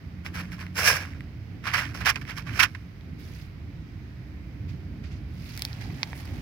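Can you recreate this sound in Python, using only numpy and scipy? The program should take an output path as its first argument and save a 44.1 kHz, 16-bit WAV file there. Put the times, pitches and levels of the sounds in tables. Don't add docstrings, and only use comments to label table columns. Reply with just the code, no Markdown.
import sys
import numpy as np
from scipy import signal
from scipy.io import wavfile

SR = 44100
rng = np.random.default_rng(int(sys.argv[2]) if len(sys.argv) > 2 else 0)


def output_pcm(signal):
    pcm = np.clip(np.atleast_2d(signal).T, -1, 1) * 32767
    wavfile.write(sys.argv[1], SR, np.round(pcm).astype(np.int16))


N = 282681
TIME = np.arange(N) / SR


def from_db(db):
    return 10 ** (np.asarray(db) / 20)


def unit_rms(x):
    return x / np.sqrt(np.mean(x ** 2) + 1e-20)


def at_hz(points, hz):
    freqs, values = np.transpose(points)
    return np.interp(np.log(hz), np.log(freqs), values)


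def drift(per_s):
    knots = rng.standard_normal(4096)
    return unit_rms(np.interp(TIME * per_s, np.arange(len(knots)), knots))


def swell(peak_s, half_width_s):
    return np.exp(-np.minimum(((TIME - peak_s) / half_width_s) ** 2, 30))


def butter(x, hz, kind, order=2):
    sections = signal.butter(order, np.clip(hz, 10, .45 * SR), kind, fs=SR, output="sos")
    return signal.sosfilt(sections, x + 1e-18)


def resonance(x, hz, width_hz):
    radius = np.exp(-np.pi * width_hz / SR)
    feedback = [1, -2 * radius * np.cos(2 * np.pi * hz / SR), radius ** 2]
    return signal.lfilter(np.array([1, 0, -1]) * (1 - radius ** 2) / 2, feedback, x + 1e-18)


def bands(spectrum, count):
    edges = np.geomspace(spectrum[0][0], spectrum[-1][0], count + 1)
    centres = np.sqrt(edges[:-1] * edges[1:])
    return zip(zip(edges, edges[1:]), centres, from_db(at_hz(spectrum, centres)))


def stereo(mid, side, correlation):
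    return np.sqrt(1 + correlation) * mid + np.sqrt(1 - correlation) * side * np.array([[1], [-1]])


# frequency_hz, correlation
COHERENCE = [(60, 0.955), (150, 0.96), (300, 0.82), (640, 0.4), (1400, 0.05), (15000, 0.05)]

def diffuse_noise(spectrum, flicker_db, flicker_per_s, count):
    out, white = 0, rng.standard_normal((2, 2, N))
    for k, (edges, hz, gain) in enumerate(bands(spectrum, count)):
        mid, side = butter(white[k % 2], edges, "band")
        flicker = from_db(flicker_db * drift(flicker_per_s))
        out += gain * flicker * stereo(mid, side, at_hz(COHERENCE, hz))
    return unit_rms(out)


# frequency_hz, relative_density_db
AIR_SPECTRUM = [(400, -2), (750, -2.5), (1020, -3), (1400, -1.5), (2100, -3), (3500, -11.5), (5000, -16),
                (8000, -30.5), (14000, -21), (16000, -24.5)]

def open_air(level_db=-59.5):
    return from_db(level_db) * diffuse_noise(AIR_SPECTRUM, flicker_db=0.65, flicker_per_s=3.15, count=16)


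# frequency_hz, relative_density_db
RUMBLE_SPECTRUM = [(25, -35), (40, -14.5), (62, -1), (100, -1), (150, -4.5), (210, -14), (300, -11),
                   (430, -40.5), (700, -28.5)]
# peak_s, half_width_s, relative_level_db
HANDLING_THUMPS = [(2.1, 0.41, -36), (2.52, 0.13, -33), (4.95, 0.45, -38), (5.908, 0.094, -31.5),
                   (6.36, 0.081, -29.5)]
# peak_s, half_width_s, relative_first_order_db, relative_second_order_db
ENGINE_SWELLS = [(0.5, 0.33, -42, -38.5), (0.93, 0.2, -36.5, -55), (4.85, 0.18, -36, -51)]

def traffic_and_handling(gain_db=-3, traffic_db=-35.5, sway_db=1.3, firing_hz=89.5, hum_db=-53.5):
    power = from_db(traffic_db + sway_db * drift(per_s=5.8)) ** 2
    power += sum((from_db(db) * swell(s, width)) ** 2 for s, width, db in HANDLING_THUMPS)
    phase = 2 * np.pi * np.cumsum(firing_hz * (1 + 0.0096 * drift(per_s=8))) / SR
    first, second = np.sqrt(2) * np.sin([phase, 2 * phase])
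    engine = from_db(hum_db) * first
    for peak_s, half_width_s, first_db, second_db in ENGINE_SWELLS:
        engine += swell(peak_s, half_width_s) * (from_db(first_db) * first + from_db(second_db) * second)
    noise = diffuse_noise(RUMBLE_SPECTRUM, flicker_db=0.76, flicker_per_s=11, count=12)
    rumble = np.sqrt(power) * butter(noise, 32, "high", order=4)
    return from_db(gain_db) * (rumble + engine)


# frequency_hz, relative_density_db
SWISH_SPECTRUM = [(900, -3), (2100, 1.5), (3000, -1), (5000, -3.5), (7500, -14.5), (13000, -7.5),
                  (16000, -12)]
RUB_SPECTRUM = [(400, -3.5), (780, 6), (1050, -2), (2500, -4.5), (4500, -15), (6000, -24), (8000, -22),
                (16000, -36)]
# start_s, length_s, level_db, treble_gain_db
CLOTH_STROKES = [(3.179, 0.25, -58.5, 0.5), (4.677, 0.015, -56.5, -7), (5.028, 0.021, -55.5, -18),
                 (5.103, 0.03, -56, -19), (5.795, 0.021, -46, -6), (6.146, 0.06, -55.5, 6.5)]

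def clothes(turn_s=5.52, swish_db=-58, rub_db=-54, sleeve_db=-52, treble_hz=7500, crinkle_db=1.5):
    turning = np.clip((TIME - turn_s) / 0.16, 0, 1)
    sleeve = from_db(sleeve_db) * swell(peak_s=5.55, half_width_s=0.17)
    sliding = treble = np.hypot(from_db(swish_db) * turning, sleeve)
    for start_s, length_s, level_db, treble_db in CLOTH_STROKES:
        attack = np.clip((TIME - start_s) / 0.014, 0, 1)
        release = np.exp(-np.clip((TIME - start_s - length_s) / 0.041, 0, 30))
        stroke = from_db(level_db) * attack * release
        sliding = np.maximum(sliding, stroke)
        treble = np.maximum(treble, from_db(treble_db) * stroke)
    fibres = diffuse_noise(SWISH_SPECTRUM, flicker_db=2.1, flicker_per_s=130, count=10)
    swish = sliding * butter(fibres, treble_hz, "low", order=3)
    swish += treble * butter(fibres, treble_hz, "high", order=3)
    rub = turning * diffuse_noise(RUB_SPECTRUM, flicker_db=3, flicker_per_s=160, count=14)
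    return (swish + from_db(rub_db) * rub) * from_db(crinkle_db * drift(per_s=400))


# start_s, relative_level_db, ring_hz
PEBBLE_CLACKS = [(0.263, -20, 2044), (0.519, -29, 1920), (0.666, -27.5, 2110), (1.052, -24.5, 1560),
                 (1.135, -34.5, 1730), (1.207, -26.5, 2000), (2.252, -28.5, 2020), (2.376, -42, 1640),
                 (3.01, -40, 3300)]
# start_s, relative_level_db, ring_hz, upper_ring_gain_db, crack_gain_db, knock_gain_db
HANDLING_TICKS = [(5.566, -41, 2542, -9, -2, -20.5), (5.576, -30, 2200, -8, -2, -23),
                  (5.594, -37, 2084, -4, 3, -5), (5.621, -12, 4400, -51, -12.5, -27.5),
                  (5.651, -25, 5040, 2.5, -2.5, -37), (5.73, -43, 2606, 4.5, -28, -20),
                  (6.031, -13, 2430, -8, -32, -13), (6.131, -23.5, 1700, -42, -38, -4),
                  (6.255, -38.5, 1390, -21, -6, -15)]

def clicks(scatter_db=-30, scatter_s=0.0043):
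    out, t = np.zeros((2, N)), TIME[:SR // 25]
    clacks = [(*row, -46, -28, -16.5) for row in PEBBLE_CLACKS]
    for start_s, level_db, hz, upper_db, crack_db, knock_db in [*clacks, *HANDLING_TICKS]:
        scatter = from_db(scatter_db) * rng.standard_normal(len(t)) * np.exp(-t / scatter_s)
        blow = (t == 0) + scatter
        ring = butter(resonance(blow, hz, width_hz=hz), [hz / 2, 1.19 * hz], "band")
        knock = butter(resonance(blow, hz=950, width_hz=450), 1900, "low")
        upper = butter(resonance(blow, hz=4100, width_hz=1800), 6070, "low", order=6)
        crack = butter(blow, 6800, "high")
        ring, knock, upper, crack = (part / np.abs(part).max() for part in (ring, knock, upper, crack))
        body = from_db(-5) * ring + from_db(knock_db) * knock + from_db(upper_db + 7) * upper
        crack_gains = from_db(crack_db + np.array([[15], [5]]))
        start = round(start_s * SR)
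        out[:, start:start + len(t)] += from_db(level_db) * (body + crack_gains * crack)
    return out


def pebbles(force, per_s, low_hz, high_hz, cycles, count, size_db=4):
    struck = rng.random(N) < per_s / SR
    sizes = unit_rms(from_db(size_db * np.minimum(rng.exponential(1, N), 2.5)))
    knocks = struck * sizes * rng.choice([-1, 1], N) * force / np.sqrt(per_s / SR)
    stone = rng.integers(0, count, N)
    pitches_hz = np.geomspace(low_hz, high_hz, count) * (1 + 0.027 * rng.standard_normal(count))
    out = 0
    for k, hz in enumerate(pitches_hz):
        width_hz = np.log(1000) / np.pi * hz / cycles
        ring = resonance(knocks * (stone == k), hz, width_hz) / np.sqrt(np.pi * width_hz / SR)
        out += ring * np.sqrt(low_hz / hz)
    return out


def grit_share(hz):
    return np.clip(np.log2(hz / 3600), 0, 1)


# centre_hz, width_hz, relative_level_db
HOLLOW_MODES = [(1487, 37, -10), (1630, 130, 1), (2360, 260, -6), (2700, 180, -6), (5420, 740, -16),
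                (11100, 400, -31)]

def hollow_rings(impacts, grit_ratio, correlation):
    out, power = 0, 0
    for hz, width_hz, mode_db in HOLLOW_MODES:
        mid, side = impacts * grit_ratio ** grit_share(hz) * rng.standard_normal((2, N))
        out += from_db(mode_db) * resonance(stereo(mid, side, correlation), hz, width_hz)
        power += from_db(mode_db) ** 2 * 2 * np.pi * width_hz / SR
    return out / np.sqrt(power)


# frequency_hz, relative_density_db
GRINDING_SPECTRUM = [(300, -35), (500, -11.5), (850, -9.5), (1130, -2), (1400, -2.5), (1700, -0.5),
                     (2100, -10), (2800, -6.5), (3500, -19), (5300, -16.5), (7700, -29.5), (11500, -21),
                     (16000, -28)]

def grinding(contacts, crunch, deep, grit, pan, correlation, sliding=0.61):
    out, power = 0, 0
    for (low, high), hz, gain in bands(GRINDING_SPECTRUM, count=20):
        deep_share = np.clip(np.log2(1100 / hz), 0, 1)
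        force = crunch * (deep / crunch) ** deep_share * (grit / crunch) ** grit_share(hz)
        smooth = sliding * grit_share(hz)
        grain = np.sqrt((1 - smooth) * contacts ** 2 + smooth)
        mid, side = butter(grain * force * rng.standard_normal((2, N)), [low, high], "band")
        band = stereo(mid, side, correlation ** ((1 - deep_share) ** 2))
        out += gain * band * pan ** (1 - deep_share - grit_share(hz))
        power += gain ** 2 * 2 * (high - low) / (SR / 2)
    return out / np.sqrt(power)


# peak_s, relative_level_db, rise_s, fall_s, deep_stones_gain_db, grit_gain_db
PUSHES = [(0.265, -37, 0.015, 0.018, 2.5, 0.5), (0.351, -34.5, 0.01, 0.055, 2, -0.5),
          (0.413, -39, 0.057, 0.009, 4, 2), (0.528, -42, 0.014, 0.029, -7, 3),
          (0.611, -39, 0.023, 0.033, 2, -2), (0.794, -27.5, 0.027, 0.1, 10, 8.5),
          (0.884, -21, 0.037, 0.046, 9.5, 11.5), (0.967, -32.5, 0.016, 0.015, 2, 9),
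          (1.026, -40.5, 0.036, 0.018, 4, 2), (1.66, -33, 0.019, 0.09, -4.5, -6.5),
          (1.674, -24.5, 0.0056, 0.017, -2, -5), (1.744, -18, 0.0087, 0.014, -7, -3),
          (1.788, -26, 0.034, 0.044, 0, -0.5), (1.951, -39, 0.0081, 0.062, 9, 4.5),
          (2.008, -32, 0.004, 0.023, 5, -3), (2.068, -17.5, 0.012, 0.017, 0, -1.5),
          (2.104, -20, 0.029, 0.007, -14, 2.5), (2.16, -28, 0.004, 0.0087, 2.5, -4),
          (2.219, -39, 0.0069, 0.009, -6, -3), (2.308, -34.5, 0.031, 0.016, 3, -3),
          (2.383, -37.5, 0.018, 0.023, 1, 4.5), (2.472, -40, 0.011, 0.098, 3, -6),
          (2.583, -37, 0.044, 0.024, 7, 4), (2.601, -14, 0.0073, 0.015, -19, 1),
          (2.637, -16.5, 0.013, 0.0096, -8, 4), (2.75, -38, 0.0037, 0.0046, -25, -15)]

def sole_force():
    power = np.zeros((4, N)) + 1e-12
    lasting = np.array([[1], [1], [0.67], [1]])
    for peak_s, level_db, rise_s, fall_s, deep_db, grit_db in PUSHES:
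        near = np.abs(TIME - peak_s) < .5
        since = TIME[near] - peak_s
        exponent = np.where(since < 0, (since / rise_s) ** 2, since / (fall_s * lasting))
        envelope = np.exp(-np.minimum(exponent, 30))
        parts_db = np.array([0, deep_db, grit_db, -5.5 + 0.91 * grit_db])
        power[:, near] += (from_db(level_db + parts_db)[:, None] * envelope) ** 2
    return np.sqrt(power)


def settling(decay_s=0.091, full_push_s=0.06, below_push_db=15, limit_db=-42):
    kicks = np.zeros(N)
    for peak_s, level_db, rise_s, fall_s, *_ in PUSHES:
        strength = from_db(min(level_db - below_push_db, limit_db))
        kicks[round(peak_s * SR)] += (strength * (rise_s + fall_s) / full_push_s) ** 2
    return np.sqrt(signal.lfilter([1], [1, -np.exp(-2 / (decay_s * SR))], kicks + 1e-18))


# time_s, right_minus_left_db
SHOE_PAN = [(0, -4), (1.2, 0.5), (1.7, 2.5), (2.6, 6)]
# crunch_db, deep_stones_db, grit_db, ringing_db
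SETTLING_BALANCE = [-0.5, 3, 8.5, -4]

def gravel(peak_contacts_per_s=8000, crowding=0.41, size_db=2.2, correlation=0.39, settling_db=-7):
    shifting = settling()
    settling_gains = from_db(settling_db + np.array(SETTLING_BALANCE)[:, None])
    crunch, deep, grit, ringing = np.hypot(sole_force(), settling_gains * shifting)
    side_db = np.interp(TIME, *np.transpose(SHOE_PAN))
    pan = from_db(side_db * np.array([[-.5], [.5]]))
    chance = np.clip(peak_contacts_per_s * (crunch / crunch.max()) ** crowding / SR, .004, 1)
    struck = rng.random(N) < chance
    sizes = unit_rms(from_db(size_db * np.minimum(rng.exponential(1, N), 3)))
    contacts = struck * sizes / np.sqrt(chance)
    grind = grinding(contacts, crunch, deep, grit, pan, correlation)
    rings = hollow_rings(contacts * ringing, grit / crunch, correlation)
    knocks = pebbles(crunch, per_s=170, low_hz=1100, high_hz=2900, cycles=24, count=18)
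    trickle = pebbles(shifting, per_s=70, low_hz=1204, high_hz=2420, cycles=22, count=8)
    tones = from_db(-6) * rings + from_db(-7) * knocks + from_db(-8) * trickle
    return from_db(-5) * grind + pan * tones


def scene():
    return open_air() + gravel() + clicks() + clothes() + traffic_and_handling() * from_db([[-1.45], [1.45]])


# centre_hz, width_hz, boost_db
PORT_MODES = [(2005, 700, 4), (2260, 850, 4.5), (5170, 1720, 9.5)]

def record(dry, ceiling=0.9, cutoff_hz=15900):
    left, right = dry
    for hz, width_hz, boost_db in PORT_MODES:
        right = right + (from_db(boost_db) - 1) * resonance(right, hz, width_hz)
    for hz, width_hz in [(2900, 1100), (6000, 2200)]:
        right = right - 2 * resonance(right, hz, width_hz)
    both = np.array([left, right])
    rounded = both / (1 + (both / ceiling) ** 6) ** (1 / 6)
    low_pass = signal.ellip(12, .1, 80, cutoff_hz, fs=SR, output="sos")
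    return signal.sosfilt(low_pass, rounded)


dry = scene()
out = record(dry)
output_pcm(out)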